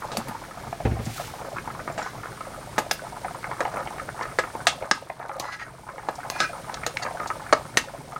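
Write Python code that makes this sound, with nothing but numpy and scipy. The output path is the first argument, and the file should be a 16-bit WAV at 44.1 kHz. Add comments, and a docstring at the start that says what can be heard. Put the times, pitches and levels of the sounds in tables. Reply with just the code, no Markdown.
"""Stirring a boiling stew

Thick stew boils in an open steel pot on a hissing gas ring in a small kitchen. Bubbles burst
and ring the air in the pot; a steel spoon knocks, clinks and scrapes as it stirs.
Early on something thumps the counter, and a drop of broth sizzles into steam."""
import sys
import numpy as np
from scipy import signal
from scipy.fft import rfft, irfft
from scipy.io import wavfile

SR = 44100
rng = np.random.default_rng(int(sys.argv[2]) if len(sys.argv) > 2 else 0)


def master_out(mix):
    """Clip the mix to full scale and print it as 16-bit PCM to the path in sys.argv[1]."""
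    frames = np.transpose(np.atleast_2d(mix))
    ceiling = np.clip(frames, -1, 1)
    pcm = np.round(ceiling * 32767).astype(np.int16)
    wavfile.write(sys.argv[1], SR, pcm)


N = 361179
TIME = np.arange(N) / SR


def from_db(db):
    """Turn decibels into a number to multiply a sound by."""
    return 10 ** (np.asarray(db) / 20)


def rms_one(x, size=None):
    """Scale a sound so its average strength (rms) is 1, judged on the first `size` samples if given."""
    return x / np.sqrt(np.mean(x[:size] ** 2) + 1e-20)


def curve(points):
    """Join (time, value) points with straight lines, giving a value for every sample."""
    return np.interp(TIME, *np.transpose(points))


def add(out, start_s, sound):
    """Mix a sound in at the given time."""
    at = int(np.clip(round(start_s * SR), 0, N - 1))
    out[at:at + len(sound)] += sound[:N - at]


def noise(t):
    """White noise, one sample for each time in t."""
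    return rng.standard_normal(len(t))


def filtered(x, hz, kind, order=2):
    """Keep the "low" side, the "high" side or a "band"; a higher order cuts more sharply."""
    return signal.sosfilt(signal.butter(order, hz, kind, fs=SR, output="sos"), x)


def resonance(x, hz, width_hz):
    """Pick out one narrow note from a sound."""
    return signal.lfilter(*signal.iirpeak(hz, hz / width_hz, fs=SR), x)


def fade(t, t60):
    """Die away by 60 dB every t60 seconds."""
    return from_db(-60 * t / t60)


def struck(notes, t):
    """Ring an object's own notes; their strength and phase depend on the spot that is hit."""
    spot = rng.uniform(.55, 1.45, len(notes))
    ring = sum(gain * from_db(db) * fade(t, t60) * np.sin(2 * np.pi * (hz * t + rng.random()))
               for gain, (hz, db, t60) in zip(spot, notes))
    return rms_one(ring, size=400)


def coloured_noise(colour):
    """Steady noise with a given balance of low and high pitches."""
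    hz, db = np.transpose(colour)
    gain = from_db(np.interp(np.log(np.fft.rfftfreq(N, 1 / SR) + 1), np.log(hz), db))
    return rms_one(irfft(rfft(noise(TIME)) * gain, N))


def drift(per_s):
    """Wander at random by about 1 either way, heading for a new value per_s times a second."""
    return np.interp(TIME * per_s, np.arange(1000), rng.standard_normal(1000))


# How loud the gas is; it sinks while the arm is over the pot: t/s, level/dB
GAS_LEVEL = [(0.0, -53), (0.41, -52.5), (4.65, -53.5), (5.24, -63), (5.5, -62), (5.81, -60.5), (6.43, -53),
             (7.64, -53.5), (8.19, -57.5)]
# The colour of the gas hiss: f/Hz, level/dB
HISS_COLOUR = [(1500, 17.5), (2500, 9), (3500, 8.5), (5600, 8), (7100, 4.5), (9000, -2), (10200, 1),
               (15500, -3.5)]
# The colour of the flame's roar: f/Hz, level/dB
ROAR_COLOUR = [(20, -25), (45, 5.5), (80, -1), (132, 9.5), (200, -0.5), (380, -3), (600, -7), (1300, -71),
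               (2200, -10), (3500, -60)]
# The whistles of the gas jet: f/Hz, width/Hz, level/dB
JET_WHISTLES = [(7820, 550, 17), (8620, 140, 18), (9300, 38, 21), (9200, 410, 15.5)]
def burner(hiss_boost_db=7, roar_db=-45.5, jet_db=-56.5):
    """The flame roars low, the gas hisses, and the jet's thin whistles waver against one another."""
    gas_db = curve(GAS_LEVEL)
    swing_db = gas_db - gas_db.mean()
    whistles = np.zeros(N)
    for hz, width, db in JET_WHISTLES:
        gain = from_db(db - 0.4 * drift(3.14))
        band_hz = [hz - width / 2, hz + width / 2]
        whistles += gain * rms_one(filtered(noise(TIME), band_hz, "band", order=1))
    hiss = from_db(gas_db + hiss_boost_db + .5 * drift(30)) * coloured_noise(HISS_COLOUR)
    roar = from_db(roar_db + 0.66 * swing_db + 2.5 * drift(47)) * coloured_noise(ROAR_COLOUR)
    weak_start_db = curve([(2.2, -4), (2.39, 0)])  # the whistles grow stronger part-way through
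    return hiss + roar + from_db(jet_db + swing_db + weak_start_db) * rms_one(whistles)


# The notes of the air held in the pot: f/Hz, level/dB, fade time t60/s
POT_AIR_NOTES = [(489, 1.5, 0.3), (633, -1, 0.45), (860, 11, 0.011), (1189.6, 20.5, 0.04),
                 (1266, 19, 0.027), (1547, 34, 0.0048), (1790, 12, 0.11)]
def pop(hz, snap_db=2, neighbour_db=-9, rise=0.019, wall_db=-30, air_db=-41):
    """A bubble opens and rings with rising pitch, three neighbours burst too, and the pot answers."""
    t = TIME[:4096]
    bubbles = from_db(snap_db) * noise(t) * fade(np.abs(t - .005), .012)  # begin with the snap
    starts = np.r_[.004, rng.uniform(0, .016, 3)]
    pitches = hz * np.r_[1, 2 ** rng.uniform(-.3, .75, 3)]
    gains = from_db([0] + 3 * [neighbour_db])
    for start, pitch, gain in zip(starts, pitches, gains):
        swell_s = 0.0011 * (1000 / pitch) ** 1.7  # big, low bubbles open slowly and ring longest
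        opened = np.maximum(t - start, 0) / swell_s
        gliding_hz = pitch * (1 + rise * (np.minimum(opened, 6) - 2))
        cycles = np.cumsum(gliding_hz) / SR
        bubbles += gain * opened * np.exp(1 - opened) * np.sin(2 * np.pi * cycles)
    pot = from_db(wall_db) * noise(t) * fade(t, 0.077) + from_db(air_db) * struck(POT_AIR_NOTES, t)
    pot[0] += 1  # the sound that comes straight to the ear
    burst = signal.fftconvolve(bubbles, pot)[:len(t)]
    body = filtered(burst, max(2200, 1.19 * hz), "low", order=8)
    spray = from_db(-20) * filtered(burst, 4000, "low")
    return rms_one(body + spray, size=700)


BUBBLE_LOW_HZ = 156  # bubbles have little body below this
# How hard the stew boils, as the loudness of its small bubbles: t/s, level/dB
BOIL_LEVEL = [(0.0, -34.5), (0.45, -43.5), (0.7, -39.5), (0.83, -59), (1.1, -39.5), (2.8, -42),
              (2.94, -40.5), (3.35, -39.5), (3.7, -35), (4.36, -43), (4.81, -38.5), (5.08, -43.5),
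              (5.3, -42.5), (5.47, -37.5), (5.64, -45.5), (5.8, -49), (5.9, -45.5), (6.32, -39.5),
              (6.68, -43.5), (7.07, -37), (7.8, -44), (8.19, -40.5)]
def simmer(per_s=85, size_db=5, centre_hz=920, spread_octaves=0.4326, bunching=0.65):
    """Many small bubbles of mixed pitch and size burst in loose clusters."""
    out = np.zeros(N)
    pitches = centre_hz * 2 ** (spread_octaves * np.linspace(-1.6, 1.6, 40))
    pops = [pop(hz, snap_db=-5) for hz in pitches]
    chances = rng.random((4000, 3))
    rate = per_s * np.exp(bunching * drift(20))
    for k, (when, size, luck) in enumerate(chances):
        if luck < rate[int(when * N)] * TIME[-1] / len(chances):
            gain = from_db(size_db * min(-np.log(size), 2))  # most are quiet, a few are loud
            add(out, when * TIME[-1], gain * pops[k % len(pops)])
    return from_db(curve(BOIL_LEVEL)) * rms_one(filtered(out, BUBBLE_LOW_HZ, "high"))


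def bright_tick(hz, t60, width=1.34):
    """A short, bright tick: a band of noise that dies away quickly."""
    t = TIME[:5000]
    return rms_one(filtered(noise(t) * fade(t, t60), [hz / width, hz * width], "band"), size=1323)


def fizz(per_s=140, size_db=2.5, below_boil_db=19):
    """Tiny bubbles at the pot wall burst in a fine, uneven crackle that follows the boil."""
    out = np.zeros(N)
    ticks = [bright_tick(hz, t60=0.0092) for hz in np.geomspace(3000, 12000, 24)]
    for k, (when, size) in enumerate(rng.random((int(per_s * TIME[-1]), 2))):
        gain = from_db(size_db * min(-np.log(size), 3))
        add(out, when * TIME[-1], gain * ticks[k % len(ticks)])
    return from_db(curve(BOIL_LEVEL) - below_boil_db) * rms_one(out)


def balance_hit(hit, knock_db, clink_db, brightness, pivot_hz=2770, top_loss_db=56):
    """Set a hit's level in four bands: the hollow knock lowest, then the clink, tilted by brightness."""
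    edges_hz = np.array([170, 800, 2500, 9000, 16000])
    clink_centres_hz = np.sqrt(edges_hz[1:-1] * edges_hz[2:])
    middle, high, top = clink_db + brightness * np.log2(clink_centres_hz / pivot_hz)
    levels_db = knock_db, middle, high, top - top_loss_db  # the highest band is kept very quiet
    return sum(from_db(db) * rms_one(filtered(hit, band_hz, "band", order=4), size=1323)
               for db, band_hz in zip(levels_db, zip(edges_hz, edges_hz[1:])))


# The notes of the steel pot and spoon: f/Hz, level/dB, fade time t60/s
STEEL_NOTES = [(1280, 7, 0.28), (1480, -3, 0.083), (1654, 9, 0.27), (1702, -17, 0.092), (1900, 7, 0.059),
               (2035, 10, 0.022), (2196, -8, 0.26), (2540, -19, 0.27), (2710, -4, 0.28), (3630, -14, 0.11),
               (3905, 7.5, 0.039), (4376, 11, 0.017), (4820, 2.5, 0.088), (5120, 3, 0.15), (5750, 1, 0.06),
               (6014, 0, 0.062), (6210, 4, 0.071), (6680, 8.5, 0.035), (8600, 2.5, 0.067)]
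# Steel utensils knocking, first beside the pot, then the spoon in it: t/s, clink level/dB,
# brightness/(dB per octave), knock level/dB, contact time/s, fade time t60/s, pot f/Hz, spoon f/Hz
SPOON_HITS = [(0.1167, -41.5, 0.5, -38, 0.0034, 0.35, 1190, 4000),
              (0.17, -42.5, 11.5, -33.5, 0.0022, 0.022, 1170, 4700),
              (0.284, -55.5, 6, -45, 0.0041, 0.076, 800, 4800),
              (1.978, -40, -4, -32, 0.0088, 0.21, 670, 7560),
              (2.7807, -29.5, -3, -24, 0.0068, 0.067, 850, 6660),
              (2.911, -28.5, 3.5, -30, 0.0044, 0.026, 1590, 5000),
              (3.605, -36, -7.5, -29, 0.0064, 0.02, 480, 7340),
              (4.387, -29, -6.5, -25, 0.0043, 0.069, 420, 7740),
              (4.669, -21, 1, -26.5, 0.0034, 0.12, 696, 3470),
              (4.912, -22.5, -1.5, -27.5, 0.0026, 0.027, 1614, 5300),
              (5.398, -45, 12.5, -41, 0.002, 0.057, 650, 6400),
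              (6.086, -41.5, -8, -28.5, 0.0057, 0.042, 890, 4120),
              (6.3002, -36.5, 3.5, -39.5, 0.00031, 0.048, 1060, 6370),
              (6.403, -29, 2.5, -30, 0.00089, 0.1, 1520, 5300),
              (6.742, -44, 7.5, -64, 0.0028, 0.024, 900, 5700),
              (6.864, -32.5, 2, -32, 0.0031, 0.054, 480, 6800),
              (6.9706, -34.5, 0.5, -62, 0.00014, 0.018, 2230, 5100),
              (7.526, -23.5, -5.5, -16.5, 0.0097, 0.011, 1127, 4330),
              (7.7719, -22, 1.5, -28.5, 0.00055, 0.078, 1870, 6060)]
def spoon_hits(held_db=-4.5, air_db=-1, note_db=5, free_db=-12, tail_db=-16):
    """A short rattling touch rings steel and air; food on the spoon dulls it, bare steel is bright."""
    out, t = np.zeros(N), TIME[:16384]
    for start_s, clink_db, brightness, knock_db, contact_s, t60, pot_hz, spoon_hz in SPOON_HITS:
        contact = fade(np.maximum(t - contact_s, 0), t60) + from_db(12.5) * fade(t, 0.0037)
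        contact *= 1 - np.exp(-t / (1e-4 + .25 * contact_s))  # a longer touch starts more softly
        crack = filtered(noise(t) * contact, 240, "high", order=1)
        steel = struck(STEEL_NOTES, t)
        held_ring = from_db(held_db) * contact * steel
        air = from_db(air_db) * np.sqrt(contact) * struck(POT_AIR_NOTES, t)
        hit = filtered(crack + held_ring + air, 3800, "low", order=1)
        # the spot struck and the grip bring out one note of the pot and one of the spoon
        notes = resonance(hit, pot_hz, width_hz=110) + resonance(hit, spoon_hz, width_hz=220)
        hit += from_db(note_db) * notes
        # the wall rings on: its main notes over a crowd of weaker ones
        free_ring = from_db(free_db) * filtered(steel, 5500, "low", order=1)
        tail = from_db(tail_db) * filtered(noise(t), [1100, 5500], "band") * fade(t, 0.3)
        freedom = from_db(-700 * contact_s)  # a spoon that stays in the stew is hushed by it
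        hit += freedom * (free_ring + tail)
        add(out, start_s, balance_hit(hit, knock_db, clink_db, brightness))
    return out


# Crisp, high ticks: drops of broth spatter off the spoon and utensils, mostly as they knock: t/s, level/dB,
# f/Hz
BROTH_SPATTERS = [(0.171, -37, 8800), (0.283, -47, 10500), (1.054, -44.5, 5940), (2.784, -41.5, 10500),
                  (2.911, -40, 10500), (2.93, -42, 11000), (4.387, -50, 9000), (4.67, -45, 12000),
                  (5.395, -47, 11000), (6.154, -49.5, 6000), (6.3, -43.5, 10400), (6.864, -46, 10500),
                  (7.273, -42, 5350), (7.771, -33, 8600)]
def broth_spatters():
    """Short bursts of high noise: drops of broth snap and spatter, most of them as a knock of steel lands."""
    out = np.zeros(N)
    for start_s, db, hz in BROTH_SPATTERS:
        add(out, start_s, from_db(db) * bright_tick(hz, t60=0.083))
    return out


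# The low notes of the counter and stove: f/Hz, level/dB, fade time t60/s
COUNTER_NOTES = [(65, -8, 0.33), (85, -7.5, 0.23), (115, -3.5, 0.18), (227, 1.5, 0.045), (430, -10, 0.055)]
# Dull bumps through the counter: t/s, level/dB, lowest f/Hz, highest f/Hz
COUNTER_BUMPS = [(0.172, -15.5, 173, 300), (0.283, -19.5, 181, 290), (0.851, -10, 55, 550),
                 (0.912, -17, 80, 400), (0.991, -21, 70, 557), (1.064, -17.5, 107, 260)]
def bumps(rattle_db=6, clack_db=-21, grate_db=-27, grate_hz=780, onset_s=0.0036):
    """Soft, heavy bumps shake the counter; things on it rattle and clack, and the stove grate rings."""
    out, t = np.zeros(N), TIME[:24000]
    boom = sum(from_db(db) * fade(t, t60) * np.sin(2 * np.pi * hz * t) for hz, db, t60 in COUNTER_NOTES)
    grate = from_db(grate_db) * fade(t, 0.52) * np.sin(2 * np.pi * grate_hz * t)
    for start_s, db, low_hz, high_hz in COUNTER_BUMPS:
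        rattle = from_db(rattle_db) * noise(t) * fade(t, 0.17)
        clack = from_db(clack_db) * rms_one(filtered(noise(t), [1200, 2400], "band")) * fade(t, 0.11)
        thud = filtered((boom + rattle) * np.minimum(t / onset_s, 1), [low_hz, high_hz], "band")
        add(out, start_s, from_db(db) * (grate + thud + clack))
    return out


# The biggest bubbles, heard above the simmer: t/s, level/dB, f/Hz
BIG_BUBBLES = [(0.728, -29, 725), (0.805, -31, 705), (0.968, -34.5, 745), (1.198, -31, 678),
               (1.568, -31, 1220), (1.585, -30.5, 1970), (1.676, -30.5, 927), (1.703, -36, 1210),
               (1.801, -38, 1340), (1.878, -29, 1190), (1.9, -32.5, 647), (1.992, -30, 786),
               (2.018, -32, 1333), (2.062, -33, 890), (2.235, -36, 1330), (2.258, -35, 1310),
               (2.408, -32.5, 1126), (2.865, -35.5, 670), (3.247, -29.5, 720), (3.283, -35, 1200),
               (3.31, -36.5, 698), (3.444, -30.5, 1447), (3.515, -29.5, 1000), (3.608, -23, 515),
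               (3.653, -25.5, 785), (3.771, -29.5, 1200), (3.875, -35.5, 2400), (3.984, -36.5, 1237),
               (3.998, -32, 1360), (4.091, -31, 1490), (4.193, -32.5, 917), (4.211, -27.5, 1020),
               (4.255, -33.5, 1223), (4.438, -30.5, 1300), (4.552, -29.5, 874), (4.826, -32, 630),
               (5.101, -30.5, 743), (5.2, -36.5, 700), (5.228, -39, 916), (5.295, -32, 824),
               (5.891, -35, 1205), (5.982, -36, 874), (6.205, -40, 1394), (6.497, -36.5, 663),
               (6.697, -31, 883), (6.836, -31, 2010), (7.053, -32, 1290), (7.064, -30, 1190),
               (7.11, -35, 690), (7.201, -28.5, 1230), (7.26, -31.5, 1016), (7.303, -26, 1153),
               (8.162, -31, 1260)]
def big_bubbles():
    """Single bubbles break the surface; each starts to open just before its peak."""
    out = np.zeros(N)
    for peak_s, db, hz in BIG_BUBBLES:
        add(out, peak_s - .005, from_db(db) * pop(hz))
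    return filtered(out, BUBBLE_LOW_HZ, "high")


# The colour of the sizzling drop: f/Hz, level/dB
STEAM_COLOUR = [(600, -29), (2000, 6), (6000, 1), (10000, -2), (16000, -7)]
def sizzle(start_s=1, onset_s=0.025, peak_s=1.195, peak_db=-39.5, swell_db_per_s=59, fade_db_per_s=71):
    """A drop of broth flashes to steam in a brief, bright hiss."""
    past_peak_s = TIME - peak_s
    level_db = peak_db + np.minimum(swell_db_per_s * past_peak_s, -fade_db_per_s * past_peak_s)
    onset = np.clip((TIME - start_s) / onset_s, 0, 1)
    return onset * from_db(level_db + 2 * drift(110)) * coloured_noise(STEAM_COLOUR)


# The spoon chinks as it is picked up: t/s, level/dB, f/Hz
SPOON_CHINKS = [(1.923, -49, 7230), (1.978, -51, 7550), (2.024, -45, 7050), (2.028, -44, 5550)]
def spoon_chinks(t60=0.063, tick_db=-6):
    """Steel touches steel lightly: a tick and a high, thin ring."""
    out, t = np.zeros(N), TIME[:8000]
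    for start_s, db, hz in SPOON_CHINKS:
        tick = rms_one(filtered(noise(t), [hz / 2, hz], "band")) * fade(t, .03)
        ring = struck([(hz, 0, t60), (1.02 * hz, -4, t60 / 2)], t)
        add(out, start_s, from_db(db) * (ring + from_db(tick_db) * tick))
    return out


# The high, thin notes of the spoon's edge: f/Hz, level/dB, fade time t60/s
EDGE_NOTES = [(10700, 0, 0.0098), (13700, -10, .006), (15400, -11, .008)]
# The spoon dragged over steel: t/s, length/s, grind level/dB, rasp level/dB, squeal level/dB, pot f/Hz
SPOON_SCRAPES = [(1.979, 0.14, -42, -50, -66, 1490), (4.221, 0.015, -34, -41.5, -75, 1780),
                 (5.415, 0.16, -42.5, -50, -65, 1950), (5.517, 0.037, -35, -45, -70, 1950),
                 (5.587, 0.057, -36.5, -52, -73, 1890), (6.303, 0.21, -40, -47, -58, 2420),
                 (6.385, 0.074, -26.5, -36.5, -67, 1540), (7.02, 0.023, -35.5, -34, -72, 1930)]
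def spoon_scrapes(slips_per_s=600, grit_db=-3, note_db=-1, grind_hz=(1070, 2550), rasp_hz=(1960, 5300)):
    """The spoon's edge sticks and slips, ringing the steel: a low grind, a bright rasp, a thin squeal."""
    out, t = np.zeros(N), TIME[:12000]
    for start_s, length_s, grind_db, rasp_db, squeal_db, pot_hz in SPOON_SCRAPES:
        samples = int(length_s * SR)
        pressure = np.sqrt(np.abs(np.sin(np.pi * np.minimum(t / length_s, 1))))
        slips = rng.random(len(t)) < slips_per_s / SR
        friction = (0.24 + slips) * noise(t) * pressure
        pressed_steel = struck(STEEL_NOTES, t) * fade(t, .09)  # pressing on steel shortens its ring
        ring = signal.fftconvolve(friction, pressed_steel)[:len(t)]
        squeal = signal.fftconvolve(friction, struck(EDGE_NOTES, t))[:len(t)]
        add(out, start_s, from_db(squeal_db) * rms_one(squeal, size=samples))
        pot_note = resonance(friction, pot_hz, width_hz=100)
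        pot_note = from_db(note_db) * rms_one(resonance(pot_note, pot_hz, width_hz=200))
        for db, band_hz, note in ((grind_db, grind_hz, pot_note), (rasp_db, rasp_hz, 0)):
            grit = from_db(grit_db) * rms_one(filtered(friction, band_hz, "band"))
            rub = note + rms_one(filtered(ring, band_hz, "band")) + grit
            add(out, start_s, from_db(db) * rms_one(rub, size=samples))
    return out


def kitchen(x, echo_db=-14, t60=0.18):
    """Hard walls add a short, blurred echo."""
    t = TIME[:16384]
    echo = filtered(noise(t), 6000, "low", order=1) * fade(t, t60) * np.minimum(t / 0.0006, 1)
    return x + from_db(echo_db) * signal.fftconvolve(x, echo / np.linalg.norm(echo))[:N]


def scene():
    """Pot, spoon and stove, heard in one channel from just above the rim."""
    stew = big_bubbles() + simmer() + fizz()
    utensils = spoon_hits() + broth_spatters() + spoon_scrapes() + spoon_chinks()
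    return (kitchen(stew + utensils + bumps()) + burner() + sizzle())[None]


def record(dry):
    """Clip any peaks at full scale and cut the treble above 16000 Hz."""
    treble_cut = signal.ellip(10, .2, 80, 16000, fs=SR, output="sos")
    return signal.sosfilt(treble_cut, np.clip(dry, -1, 1))


dry = scene()
out = record(dry)
master_out(out)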